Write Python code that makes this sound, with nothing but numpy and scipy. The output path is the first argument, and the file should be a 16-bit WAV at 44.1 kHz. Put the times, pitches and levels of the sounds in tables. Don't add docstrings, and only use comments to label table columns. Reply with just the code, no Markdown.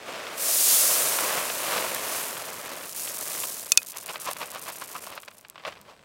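import sys
import numpy as np
from scipy import signal
from scipy.fft import rfft, irfft
from scipy.io import wavfile
from scipy.ndimage import uniform_filter1d, minimum_filter1d

SR = 44100
rng = np.random.default_rng(int(sys.argv[2]) if len(sys.argv) > 2 else 0)


def int16_out(signal):
    q = np.round(np.clip(np.atleast_2d(signal).T, -1, 1) * 32767)
    wavfile.write(sys.argv[1], SR, q.astype(np.int16))


N = 266408
TIME = np.arange(N) / SR

# f/Hz, level/dB
KERNEL_SPECTRUM = [(200, -38), (700, -15.5), (1200, -25.5), (2500, -10.5), (4000, -6.5), (6000, -3.5),
                   (9000, -1), (11500, -2), (14000, -3.5), (16000, -6)]
# f/Hz, level/dB
EMPTY_SACK_SPECTRUM = [(60, -31.5), (170, -15), (350, -15), (570, -4.5), (790, -6), (980, -2.5),
                       (1140, -3.5), (1480, -8), (2000, -10.5), (2550, -8.5), (3300, -13), (5000, -16.5),
                       (8000, -26), (15000, -34.5)]


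def undb(db):
    return 10 ** (np.asarray(db) / 20)


def curve(rows):
    return np.interp(TIME, *np.transpose(rows))


def gate(start, end, attack_s, release_s):
    return np.exp(-np.maximum(start - TIME, 0) / attack_s - np.maximum(TIME - end, 0) / release_s)


def colour(x, spectrum, size=4096):
    hz, db = np.transpose(spectrum)
    f = np.maximum(np.arange(size // 2 + 1) * SR / size, 1)
    cepstrum = irfft(np.log(undb(np.interp(np.log(f), np.log(hz), db))))
    cepstrum[1:size // 2] *= 2
    cepstrum[size // 2 + 1:] = 0
    response = irfft(np.exp(rfft(cepstrum)))
    return signal.fftconvolve(x, response / np.linalg.norm(response))[:N]


def resonate(x, hz, q):
    return signal.lfilter(*signal.iirpeak(hz, q, SR), x)


def wander(rate):
    step = max(int(SR / rate), 1)
    drift = uniform_filter1d(np.repeat(rng.standard_normal(N // step + 1), step), step)[:N]
    return drift / drift.std()


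def clicks(rate, spread_db):
    chance = np.minimum(rate / SR, 1)
    occurs = rng.random(N) < chance
    x = occurs * undb(spread_db * np.clip(rng.standard_normal(N), -2, 2)) * rng.choice([-1, 1], N)
    return x / np.sqrt(chance) / np.sqrt(np.mean(x ** 2 / chance))


def even(x, size):
    return x / np.sqrt(uniform_filter1d(uniform_filter1d(x ** 2, size), size) + .02)


def impulses(rows):
    x = np.zeros(N)
    for s, db in rows:
        x[int(s * SR)] += undb(db)
    return x


def scatter(hits, decay_s, share_db, rate=2600):
    pole = np.exp(-1 / (decay_s * SR))
    energy = signal.lfilter([1 - pole], [1, -pole], hits ** 2 + 1e-18)
    contacts = clicks(rate, spread_db=2.0) + 0.49 * rng.standard_normal(N)
    return hits + undb(share_db) * np.sqrt(energy) * contacts


def air():
    # f/Hz, level/dB
    breeze_spectrum = [(25, -21), (70, -2), (140, 0), (350, -7), (600, -5), (1100, -7), (2100, -45.5),
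                       (2900, -25.5), (4000, -22), (9000, -26.5), (15000, -30)]
    breeze = undb(-62.5 + 1.5 * wander(6.6)) * colour(rng.standard_normal(N), breeze_spectrum)
    insects = resonate(resonate(rng.standard_normal(N), hz=8000, q=10), hz=8000, q=10)
    return breeze + undb(-76 + wander(12)) * insects / insects.std()


def slide_db():
    # t/s, level/dB
    first_slide = [(0.0, -45.5), (0.09, -37.5), (0.56, -38.5), (1.0, -32.5), (1.12, -34.5), (1.37, -30),
                   (1.53, -36), (1.76, -28.5), (1.85, -32.5), (2.56, -41), (2.66, -39), (2.85, -40.5),
                   (2.86, -41), (2.9, -51)]
    second_slide = [(2.95, -46.5), (3.354, -40), (3.61, -49), (3.69, -49)]
    stir = [(3.87, -56.5), (4.05, -48), (4.45, -48.5), (5.13, -48.5), (5.25, -61), (5.52, -60.5),
            (5.72, -50), (5.83, -60.5), (6.04, -58.5)]
    return curve(np.vstack([first_slide, second_slide, stir]))


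def sliding():
    # f/Hz, level/dB
    full_sack_spectrum = [(60, -32), (170, -13), (320, -5.5), (480, 0.5), (630, 3.5), (820, -5),
                          (1080, -0.5), (1600, -3.5), (2500, -5), (4000, -11), (8000, -17.5),
                          (15000, -26.5)]
    scrapes_per_s = np.interp(TIME, [.5, 1.6, 3.0, 3.8], [9060, 3300, 940, 377])
    slack = np.interp(TIME, [.9, 1.3, 3.0, 4.2], [0.084, 0.5, 0.26, 0.51])
    rustle = 0
    for power_share, wall in ((1 - slack, full_sack_spectrum), (slack, EMPTY_SACK_SPECTRUM)):
        scrapes = scatter(clicks(scrapes_per_s, spread_db=6.0), decay_s=.0015, share_db=-1.5)
        rustle = rustle + np.sqrt(power_share) * colour(even(scrapes, size=2000), wall)
    return rustle * undb(slide_db() + 0.85 * wander(35) + 1.28)


def creases():
    # t/s, level/dB
    loud_folds = [(0.268, -19), (1.187, -9.5), (1.5, -12.5), (2.368, -20.5), (3.075, -21), (3.172, -25),
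                  (3.436, -17), (3.819, -26.5), (3.941, -30), (4.089, -23.5), (4.1575, -14.5),
                  (4.312, -18.5), (4.366, -23.5), (4.416, -18.5), (5.177, -19.5), (5.233, -28.5),
                  (5.279, -24.5), (5.314, -35), (5.449, -28.5), (5.557, -26.5), (5.579, -27.5),
                  (5.651, -15), (5.657, -20.5), (5.724, -26)]
    # f/Hz, level/dB
    snap_spectrum = [(100, -41), (350, -21.5), (590, 2), (800, -1), (1100, 5.5), (1800, -1), (2550, 3),
                     (3600, -3), (5000, -9), (7000, -28.5), (15000, -35)]
    lifting = np.abs(TIME - 5.69) < .1
    folds_per_s = 60 * lifting
    small_folds = (rng.random(N) < folds_per_s / SR) * undb(-36 + 2.8 * rng.standard_normal(N))
    snaps = scatter(impulses(loud_folds) + small_folds, decay_s=.0026, share_db=4, rate=7000)
    return undb(3.5) * colour(snaps, snap_spectrum)


def stream():
    # t/s, level/dB
    first_pour = [(0.3, -54.5), (0.35, -48), (0.4, -31), (0.49, -25), (0.73, -19.5), (1.45, -34.5),
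                  (1.75, -34), (1.99, -37.5), (2.17, -32.5), (2.38, -40.5), (2.72, -45), (2.9, -41.5)]
    second_pour = [(2.93, -41), (2.938, -47), (2.97, -33.5), (3.158, -37), (3.424, -33), (3.696, -42.5),
                   (3.7, -43.5)]
    trickle = [(3.7, -51.5), (5.25, -57.5), (5.42, -67), (5.5, -87)]
    # start t/s, duration/s, level/dB
    handfuls = [(3.795, 0.03, -44.5), (3.864, 0.058, -41), (3.963, 0.075, -44.5), (4.059, .108, -44),
                (4.2, .134, -41), (4.362, 0.24, -46), (4.616, 0.24, -43.5), (4.877, 0.15, -45),
                (5.033, 0.065, -45), (5.112, .135, -52.5), (5.34, .07, -57.5)]
    pours = np.vstack([first_pour, second_pour])
    fall = undb(curve(pours)) * gate(pours[0, 0], pours[-1, 0], attack_s=.08, release_s=0.11)
    fall = np.maximum(fall, undb(curve(trickle)) * (TIME > trickle[0][0]))
    for start, length, db in handfuls:
        sag_db = 2.5 * (np.clip((TIME - start) / length, 0, 1) - .5)
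        handful = undb(db - sag_db) * gate(start, start + length, attack_s=.004, release_s=0.0085)
        fall = np.maximum(fall, handful)
    return fall


def falling_corn():
    # t/s, factor on the kernel rate
    thinning = [(2.3, 1.9), (3.0, 0.79)]
    # f/Hz, level/dB
    heap_spectrum = [(25, -35.5), (60, -13), (110, -2), (180, 1), (300, -1), (500, 1.5), (900, -12),
                     (3000, -50)]
    reference_db, db_per_decade = -40, 13.5
    fall = stream()
    kernels_per_s = (170 + 1100 * (fall / undb(reference_db)) ** (20 / db_per_decade)) * curve(thinning)
    clumps = undb(np.minimum((450 / kernels_per_s) ** 0.7, 1) * wander(110))
    clatter, landings = 0, 0
    for hz in (6000, 9500, 13500):
        hits = clicks(kernels_per_s / 3, spread_db=5.5) * clumps
        shower = scatter(hits, decay_s=.0016, share_db=-3)
        clatter = clatter + shower + undb(-4.5) * resonate(shower, hz, q=2.1)
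        landings = landings + hits
    clatter = colour(even(clatter, size=1800), KERNEL_SPECTRUM)
    thud = colour(even(scatter(landings, decay_s=.012, share_db=13.0), size=1500), heap_spectrum)
    thud_db = np.minimum(-52.5 + 0.71 * (slide_db() - reference_db), -51.5)
    cushion_db = -9 * gate(0.42, .85, attack_s=0.092, release_s=.1)
    return clatter * fall * undb(1.5) + thud * undb(thud_db + cushion_db)


def near_kernels():
    # t/s, level/dB
    landings = [(1.9475, -8.5), (2.7554, -24), (2.8946, -17), (2.9482, -20), (2.998, -19), (3.2111, -13),
                (3.5965, -16.5), (3.831, -18), (3.87, -26), (3.92, -22.5), (3.972, -13.5), (3.984, -17),
                (4.0615, -16.5), (4.3136, -17), (4.3331, -13.5), (4.517, -19), (5.0667, -20), (5.2325, -33),
                (5.3828, -30), (5.4111, -32), (5.4848, -33), (5.4994, -21.5), (5.8142, -29.5)]
    ticks = scatter(impulses(landings), decay_s=.0005, share_db=-5, rate=12000)
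    return undb(4.5) * colour(ticks, KERNEL_SPECTRUM)


def housing_knocks(size=6000):
    # t/s, level/dB, contact time/s, factor on the decay time
    strikes = [(3.7193, -6.5, 0.000011, 1), (3.7738, 2.5, .00004, 0.96)]
    # f/Hz, level/dB, T60/s
    modes = [(1400, -41.5, 0.044), (2518, -26.5, 0.059), (2820, -19.5, 0.01), (3586, -21.5, 0.023),
             (4410, -20.5, 0.023), (4800, -7.5, 0.0067), (5130, -13.5, 0.015), (5870, 1.5, 0.0048),
             (6330, -13, 0.017), (6550, 2.5, 0.0056), (7190, -10.5, 0.015), (7820, -13, 0.012),
             (8940, -23, 0.02), (9300, -1.5, 0.0044), (10800, 1, 0.0041), (12400, -11, 0.0059),
             (13380, -21.5, 0.0062), (14300, -5, 0.0043)]
    knocks, t = np.zeros(N), np.arange(size) / SR
    onset = 1 - np.exp(-t / 0.00027)
    nudge = undb(-45.5) * np.exp(-t / .0012)
    for s, db, contact_s, stretch in strikes:
        ring = sum(undb(mode_db - 60 * t / (t60 * stretch)) * np.sin(2 * np.pi * (hz * t + rng.random()))
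                   for hz, mode_db, t60 in modes)
        burst = undb(-10) * rng.standard_normal(size) * np.exp(-t / .0018)
        crack = resonate(burst, hz=6800, q=0.72)
        pole = np.exp(-1 / (contact_s * SR))
        blow = signal.lfilter([1 - pole], [1, -pole], (ring + crack) * onset)
        start = int(s * SR)
        knocks[start:start + size] += undb(db + 11.0) * (blow + nudge)
    return knocks


def shaking():
    # peak t/s, level/dB, half width/s, relative level of the cavity ring/dB
    flaps = [(3.966, -40.5, 0.014, -18), (4.099, -31.5, 0.011, -18), (4.145, -35, 0.0041, -18),
             (4.283, -30, 0.017, -2), (4.424, -32, 0.017, -16), (4.557, -35.5, 0.018, -9),
             (4.688, -35, 0.02, -20), (4.821, -35, 0.0087, -8), (4.959, -37, 0.0083, 8),
             (5.072, -37, 0.0049, -17), (5.126, -39, 0.011, -24), (5.169, -44, 0.017, -18),
             (5.284, -37, 0.003, -14), (5.678, -32.5, 0.011, 7), (5.9, -49, 0.027, -1)]
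    # t/s, f/Hz
    cavity = [(5.3, 1110), (5.6, 550)]
    crackle = scatter(clicks(2200, spread_db=2.5), decay_s=0.00083, share_db=-1)
    crumple = colour(even(crackle, size=600), EMPTY_SACK_SPECTRUM)
    flapping = 0
    for s, db, width, ring_db in flaps:
        swell = np.exp(1 - np.hypot(1, 2 * (TIME - s) / width) ** 0.72)
        flap = crumple * undb(db) * swell
        cavity_hz = np.interp(s, *np.transpose(cavity))
        flapping = flapping + flap + undb(ring_db) * resonate(flap, cavity_hz, q=5)
    return flapping


def scene():
    mono = falling_corn() + near_kernels() + sliding() + shaking() + creases() + housing_knocks() + air()
    return np.array([mono, mono])


def record(dry):
    needed_gain = 1 / np.maximum(np.abs(dry), 1)
    gain = uniform_filter1d(minimum_filter1d(needed_gain, size=15), size=15)
    cutoff_hz = 15850
    return signal.sosfilt(signal.ellip(10, .2, 70, cutoff_hz, fs=SR, output="sos"), dry * gain)


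dry = scene()
out = record(dry)
int16_out(out)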